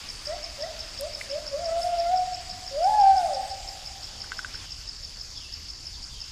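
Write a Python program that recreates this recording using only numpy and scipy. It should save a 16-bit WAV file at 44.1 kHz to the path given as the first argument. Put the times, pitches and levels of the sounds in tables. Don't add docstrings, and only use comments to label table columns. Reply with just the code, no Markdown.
import sys
import numpy as np
from scipy import signal
from scipy.io import wavfile

SR = 44100
rng = np.random.default_rng(int(sys.argv[2]) if len(sys.argv) > 2 else 0)


def pcm_store(signal):
    levels = np.round(np.clip(np.atleast_2d(signal), -1, 1) * 32767)
    wavfile.write(sys.argv[1], SR, levels.astype(np.int16).T)


N = 278271

# (start [s], length [s], start pitch [Hz], top pitch [Hz], level [dB],
# 2nd harmonic [dB], 3rd harmonic [dB]); harmonics are fainter tones at 2 and 3 times the pitch
WHOOPS = [(0.274, 0.082, 586.7, 765, -30, -19, -15), (0.589, 0.087, 562.3, 775, -32, -27, -13),
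          (1, .081, 540.5, 720, -31.5, -32, -41), (1.301, 0.095, 546, 692, -30.5, -27, -35)]
# (share of its length [0-1], level change [dB], lift from the open mouth [dB])
WHOOP_SWELL = [(0, -11, -10), (.35, -2, -7), (.62, 0, 1), (.78, -6, -4), (1, -14, -10)]
# (time [s], pitch [Hz], level [dB], lift from the open mouth [dB])
HOOTS = [
    [(1.517, 556, -42, 7), (1.545, 554, -25.5, 3), (1.617, 703, -36.5, -4), (1.69, 650.7, -27, -4),
     (1.86, 713.2, -29.5, 1.5), (1.97, 685.4, -33, -2), (2.0, 678.6, -21.5, -14), (2.07, 688.5, -30, 9.5),
     (2.14, 744, -22, -11), (2.2, 735, -25, -9), (2.25, 713, -28.5, -3)],
    [(2.717, 545, -44, -2), (2.755, 552, -31.5, -5), (2.873, 790, -18.5, 1), (2.895, 858, -28, -2),
     (2.98, 847.6, -19, 3), (3.035, 777.5, -16.5, 0), (3.1, 780, -20, 0), (3.17, 755.3, -21.5, 3.5),
     (3.22, 713, -27, 2), (3.36, 533, -37, 0), (3.42, 542, -47.5, -5)],
]
# (2nd harmonic [dB], 3rd harmonic [dB])
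HOOT_HARMONICS = [(-27, -33), (-31, -39)]
def gibbon():
    progress = np.linspace(0, 1, num=12)
    share, swell_db, mouth_db = np.transpose(WHOOP_SWELL)
    swell = np.interp(progress, share, swell_db)
    mouth = np.interp(progress, share, mouth_db)
    whoops, harmonics = [], []
    for start, length, low_hz, top_hz, db, second_db, third_db in WHOOPS:
        pitch = low_hz + (top_hz - low_hz) * progress ** 1.81
        whoops.append(np.transpose([start + length * progress, pitch, db + swell, mouth]))
        harmonics.append((second_db, third_db))
    return voice(whoops + HOOTS, harmonics + HOOT_HARMONICS, fade_s=.01, waver_db=1.5)


def voice(calls, harmonics, fade_s, waver_db):
    out, t = np.zeros(N), np.arange(N) / SR
    flutter_db = 4.6 * drift(29)
    for rows, (second_db, third_db) in zip(calls, harmonics):
        times, hz, db, mouth_db = np.transpose(rows)
        start, end = times[0] - fade_s, times[-1] + fade_s
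        on = (t > start) & (t < end)
        fade = fade_ends(t[on], start, end, fade_s)
        phase = 2 * np.pi * np.cumsum(np.interp(t[on], times, hz)) / SR
        upper_tones = amp(second_db) * np.sin(2 * phase) + amp(third_db) * np.sin(3 * phase)
        lift = amp(np.interp(t[on], times, mouth_db) + flutter_db[on])
        tone = np.sin(phase) + lift * upper_tones
        out[on] += np.sqrt(2) * fade * amp(np.interp(t[on], times, db)) * tone
    return out * amp(waver_db * drift(30))


CHIRP_TIMES = [0.099, 0.267, 0.4396, 0.6208, 0.8025, 0.9856, 1.146, 1.3107, 1.476, 1.6543, 1.829, 1.997,
               2.171, 2.342, 2.5092, 2.6745, 2.8404, 3.0096, 3.1768, 3.3433, 3.512, 3.6855, 3.8711, 4.0411,
               4.2146, 4.382, 4.5499, 4.7175, 4.8868, 5.0446, 5.2086, 5.3725, 5.535, 5.6994, 5.8662, 6.0379,
               6.2137]
# (time from its middle [s], pitch [Hz], relative level [dB], length [s])
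WING_STROKES = [(-.016, 5260, -18, 0.0067), (-.0125, 5370, -11.5, .005), (-.0095, 5030, -4.5, 0.0036),
                (-.002, 5370, -6, 0.012), (.0025, 5100, -10.5, 0.0061), (.0045, 4930, -8.5, 0.0066),
                (.010, 5000, -10, 0.0042)]
def near_cricket():
    out = np.zeros(N)
    chance = rng.standard_normal((len(CHIRP_TIMES), len(WING_STROKES), 3))
    for time, nudges in zip(CHIRP_TIMES, chance):
        chirp_db = -22.5 - 0.33 * time
        for (offset, hz, db, length), (louder, higher, later) in zip(WING_STROKES, nudges):
            n = int(length * SR)
            at = int((time + offset + 0.00028 * later) * SR)
            tone = np.sin(2 * np.pi * hz * (1 + 0.0082 * higher) * np.arange(n) / SR)
            out[at:at + n] += amp(chirp_db + db + 1.1 * louder) * np.hanning(n) * tone
    return out + amp(-6.5) * forest_echo(out)


# (pitch [Hz], pitch spread [Hz], relative level [dB])
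CRICKET_GROUPS = [(4585, 390, -0.5), (4840, 280, -1.5), (5080, 150, -4.5), (5385, 320, -2.5)]
def far_crickets(strokes_per_s=1700):
    out = 0
    for hz, width_hz, db in CRICKET_GROUPS:
        rate = strokes_per_s / len(CRICKET_GROUPS) * amp(2.5 * drift(7))
        happens = rng.random(N) < rate / SR
        strength = amp(1.3 * np.minimum(rng.exponential(1, N), 4))
        strokes = happens * strength * rng.choice([-1, 1], N)
        ring_s = np.log(1000) / (np.pi * width_hz)
        wings = ring(ring(strokes, hz, ring_s), hz, ring_s)
        out += amp(db) * unit_level(wings)
    return amp(-45.5) * unit_level(out)


# (time [s], strength [dB])
KNOCKS = [(4.2425, -41), (4.319, -23), (4.3289, -36), (4.3912, -26), (4.4466, -24), (4.46, -45),
          (4.5448, -32.5), (4.5775, -44)]
# (pitch [Hz], relative level [dB], ring time [s])
HOLLOW_TONES = [(1518, -2, 0.031), (1570, -6.5, 0.03), (1970, -8, 0.0094), (2630, -13, 0.013),
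                (2980, -14, 0.01), (7160, -4, 0.0069)]
def knocks():
    out = np.zeros(N)
    times, knock_db = np.transpose(KNOCKS)
    for hz, tone_db, ring_s in HOLLOW_TONES:
        clicks = np.zeros(N)
        clicks[(times * SR).astype(int)] = amp(knock_db + tone_db + rng.normal(0, 3.1, len(KNOCKS)))
        out += ring(clicks, hz, ring_s)
    return keep_band(out, 1050, 6000, order=3)


# (time [s], strength [dB], pitch [Hz], ring time [s])
TWIG_TICKS = [(.895, -42, 1900, .015), (1.2085, -32, 2700, .01), (1.212, -21.5, 2100, .014),
              (1.216, -28, 2300, .012), (1.465, -40, 1480, .02), (2.52, -42, 190, .08),
              (4.506, -39, 2400, .015), (4.61, -42, 3500, .01)]
# (pitch [Hz], strength [dB], ring time [s])
SNAP_TONES = [(1700, -33, .006), (9200, -24, .005), (10300, -24, .004), (11500, -24, .004),
              (12700, -26, .004), (14000, -31, .004)]
def twigs(snap_at_s=1.01):
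    out = np.zeros(N)
    snap = [(snap_at_s, db, hz, ring_s) for hz, db, ring_s in SNAP_TONES]
    for time, db, hz, ring_s in TWIG_TICKS + snap:
        click = amp(db) * (np.arange(N) == int(time * SR))
        out += keep_band(ring(click, hz, ring_s), .7 * hz, 1.4 * hz)
    return out


# (time [s], level [dB], brightness [dB per octave])
RUSTLE = [(0.0, -45, -2), (1.6, -46, -2.4), (1.93, -45.5, -1.9), (2.499, -48.5, -1.5), (3.19, -44.5, -2.5),
          (3.851, -50.5, 0.5), (4.27, -49, -4), (4.659, -47, -2)]
# (frequency [Hz], relative level [dB])
RUSTLE_COLOUR = [(200, -5.5), (500, -7.5), (1000, -3.5), (2000, -0.5), (3500, 2.5), (6000, -11), (8000, 0),
                 (11000, -23.5), (15500, -15)]
def leaf_rustle():
    times, db, tilt = np.transpose(RUSTLE)
    t = np.arange(N) / SR
    level = amp(np.interp(t, times, db)) * (t < times[-1])
    return level * flickering_noise(RUSTLE_COLOUR, flicker_db=2.2, tilt=np.interp(t, times, tilt))


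# (time of the peak [s], level [dB], length [s])
LEAF_BRUSHES = [(1.214, -47, 0.1), (1.834, -45.5, 0.13), (2.9, -47.5, 0.14), (3.242, -50, 0.21),
                (2.43, -66, 0.03), (4.244, -51, .02), (4.393, -49, 0.022)]
def leaf_brushes():
    t = np.arange(N) / SR
    swell = sum(amp(db) * np.exp(-(2 * (t - time) / length) ** 2) for time, db, length in LEAF_BRUSHES)
    return swell * unit_level(keep_band(rng.standard_normal(N), 4000, 8700))


# (time from its start [s], pitch [Hz], level change [dB])
BIRD_TUNE = [(0, 3650, 0), (.025, 3280, -1), (.1, 2620, -3), (.11, 2700, -9), (.145, 2950, -5)]
# (start [s], time stretch [factor], level [dB])
BIRD_CALLS = [(4.59, 1.3, -58), (5.355, 1.0, -54.5), (6.105, 1.3, -57.5)]
def far_bird():
    calls = [[(start + stretch * time, hz, call_db + db, 0) for time, hz, db in BIRD_TUNE]
             for start, stretch, call_db in BIRD_CALLS]
    return voice(calls, harmonics=[(-40, -40)] * len(calls), fade_s=.01, waver_db=2.5)


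# (start [s], end [s], start pitch [Hz], end pitch [Hz], level [dB], waver speed [Hz])
INSECT_WHISTLES = [(1.2, 4.4, 6880, 6930, -61, 55), (0, 6.3, 5980, 5970, -64, 20),
                   (0, .9, 6300, 6200, -58, 90), (0, .33, 9400, 8800, -58, 450),
                   (.16, .4, 8030, 8000, -59, 45), (.78, 1.17, 8350, 8350, -60, 45),
                   (2.1, 2.42, 7450, 7500, -59, 60), (2.13, 2.67, 7750, 7700, -59, 60),
                   (3.03, 3.27, 7700, 7900, -58, 150), (3.16, 3.4, 9200, 8700, -56, 350),
                   (3.33, 3.58, 8350, 8280, -57, 50), (3.4, 3.6, 7800, 7720, -55.5, 60),
                   (3.54, 3.82, 7620, 7430, -55.5, 90), (3.98, 4.32, 3600, 2900, -55, 350)]
def insect_whistles():
    out, t = np.zeros(N), np.arange(N) / SR
    for start, end, start_hz, end_hz, db, waver_hz in INSECT_WHISTLES:
        on = (t > start) & (t < end)
        pitch = np.interp(t[on], [start, end], [start_hz, end_hz])
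        phase = 2 * np.pi * np.cumsum(pitch) / SR
        tone = drift(waver_hz)[on] * np.sin(phase) + drift(waver_hz)[on] * np.cos(phase)
        out[on] += amp(db) * fade_ends(t[on], start, end, fade_s=.07) * tone
    return out


def insect_hiss():
    level = amp(-53.5 + drift(6.4))
    return level * unit_level(keep_band(rng.standard_normal(N), 5550, 7270, order=5))


# (frequency [Hz], relative level [dB])
AIR_COLOUR = [(16, -2), (38, 1), (60, -0.5), (115, -10), (180, -18), (465, -25.5), (1200, -25),
              (2400, -24.5), (4000, -20.5), (5900, -23.5), (7300, -26), (8600, -34), (12000, -39),
              (15500, -56)]
def wind_and_air():
    return amp(-45) * flickering_noise(AIR_COLOUR, flicker_db=2.34)


def forest_echo(sound, trunks_ring_s=0.92, slopes_ring_s=2.6):
    t = np.arange(int(2.2 * SR)) / SR
    dying = amp(-60 * t / trunks_ring_s) + amp(-11.5 - 60 * t / slopes_ring_s)
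    build_up = 1 - np.exp(-t / 0.0035)
    tail = rng.standard_normal(len(t)) * dying * build_up
    return signal.fftconvolve(sound, tail / np.sqrt(np.sum(tail ** 2)))[:N]


def swaying_echo(sound):
    sway = drift(2.74)
    return np.cos(sway) * forest_echo(sound) + np.sin(sway) * forest_echo(sound)


def flickering_noise(colour, flicker_db, tilt=0):
    edges = 16 * 2 ** np.arange(0, 10.2, 1 / 3)
    white = rng.standard_normal((2, N))
    colour_hz, colour_db = np.transpose(colour)
    out, steady_power = 0, 0
    for k, (low, high) in enumerate(zip(edges, edges[1:])):
        hz = np.sqrt(low * high)
        db = np.interp(np.log(hz), np.log(colour_hz), colour_db, left=-90, right=-90)
        band = amp(db) * keep_band(white[k % 2], low, high)
        steady_power += np.mean(band ** 2)
        tilt_db = tilt * np.log2(max(hz, 700) / 2000)
        out += band * amp(flicker_db * drift(10.6) + tilt_db)
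    return out / np.sqrt(steady_power)


def ring(clicks, hz, ring_s):
    decay, step = amp(-60 / (ring_s * SR)), 2 * np.pi * hz / SR
    return signal.lfilter([0, np.sin(step)], [1, -2 * decay * np.cos(step), decay ** 2], clicks + 1e-18)


def drift(speed_hz):
    memory = np.exp(-80 * np.pi * speed_hz / SR)
    noise = rng.standard_normal(N // 40 + 2002)
    slow = signal.lfilter([1], [1, -2 * memory, memory ** 2], noise)[2000:]
    return np.interp(np.arange(N) / 40, np.arange(len(slow)), unit_level(slow))


def keep_band(sound, low_hz, high_hz, order=2):
    return signal.sosfilt(signal.butter(order, [low_hz, high_hz], "band", fs=SR, output="sos"), sound)


def fade_ends(t, start, end, fade_s):
    return np.clip(np.minimum(t - start, end - t) / fade_s, 0, 1)


def amp(db):
    return 10 ** (np.asarray(db) / 20)


def unit_level(sound):
    return sound / np.sqrt(np.mean(sound ** 2) + 1e-20)


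def scene():
    ape, bird = gibbon(), far_bird()
    echoes = swaying_echo(amp(-6) * ape + amp(4.5) * bird)
    leaves_and_taps = leaf_rustle() + leaf_brushes() + knocks() + twigs()
    insects = near_cricket() + far_crickets() + insect_whistles() + insect_hiss()
    return (ape + bird + echoes + insects + leaves_and_taps + wind_and_air())[None]


def record(dry):
    return signal.sosfilt(signal.cheby2(16, 70, 16068, fs=SR, output="sos"), dry)


dry = scene()
out = record(dry)
pcm_store(out)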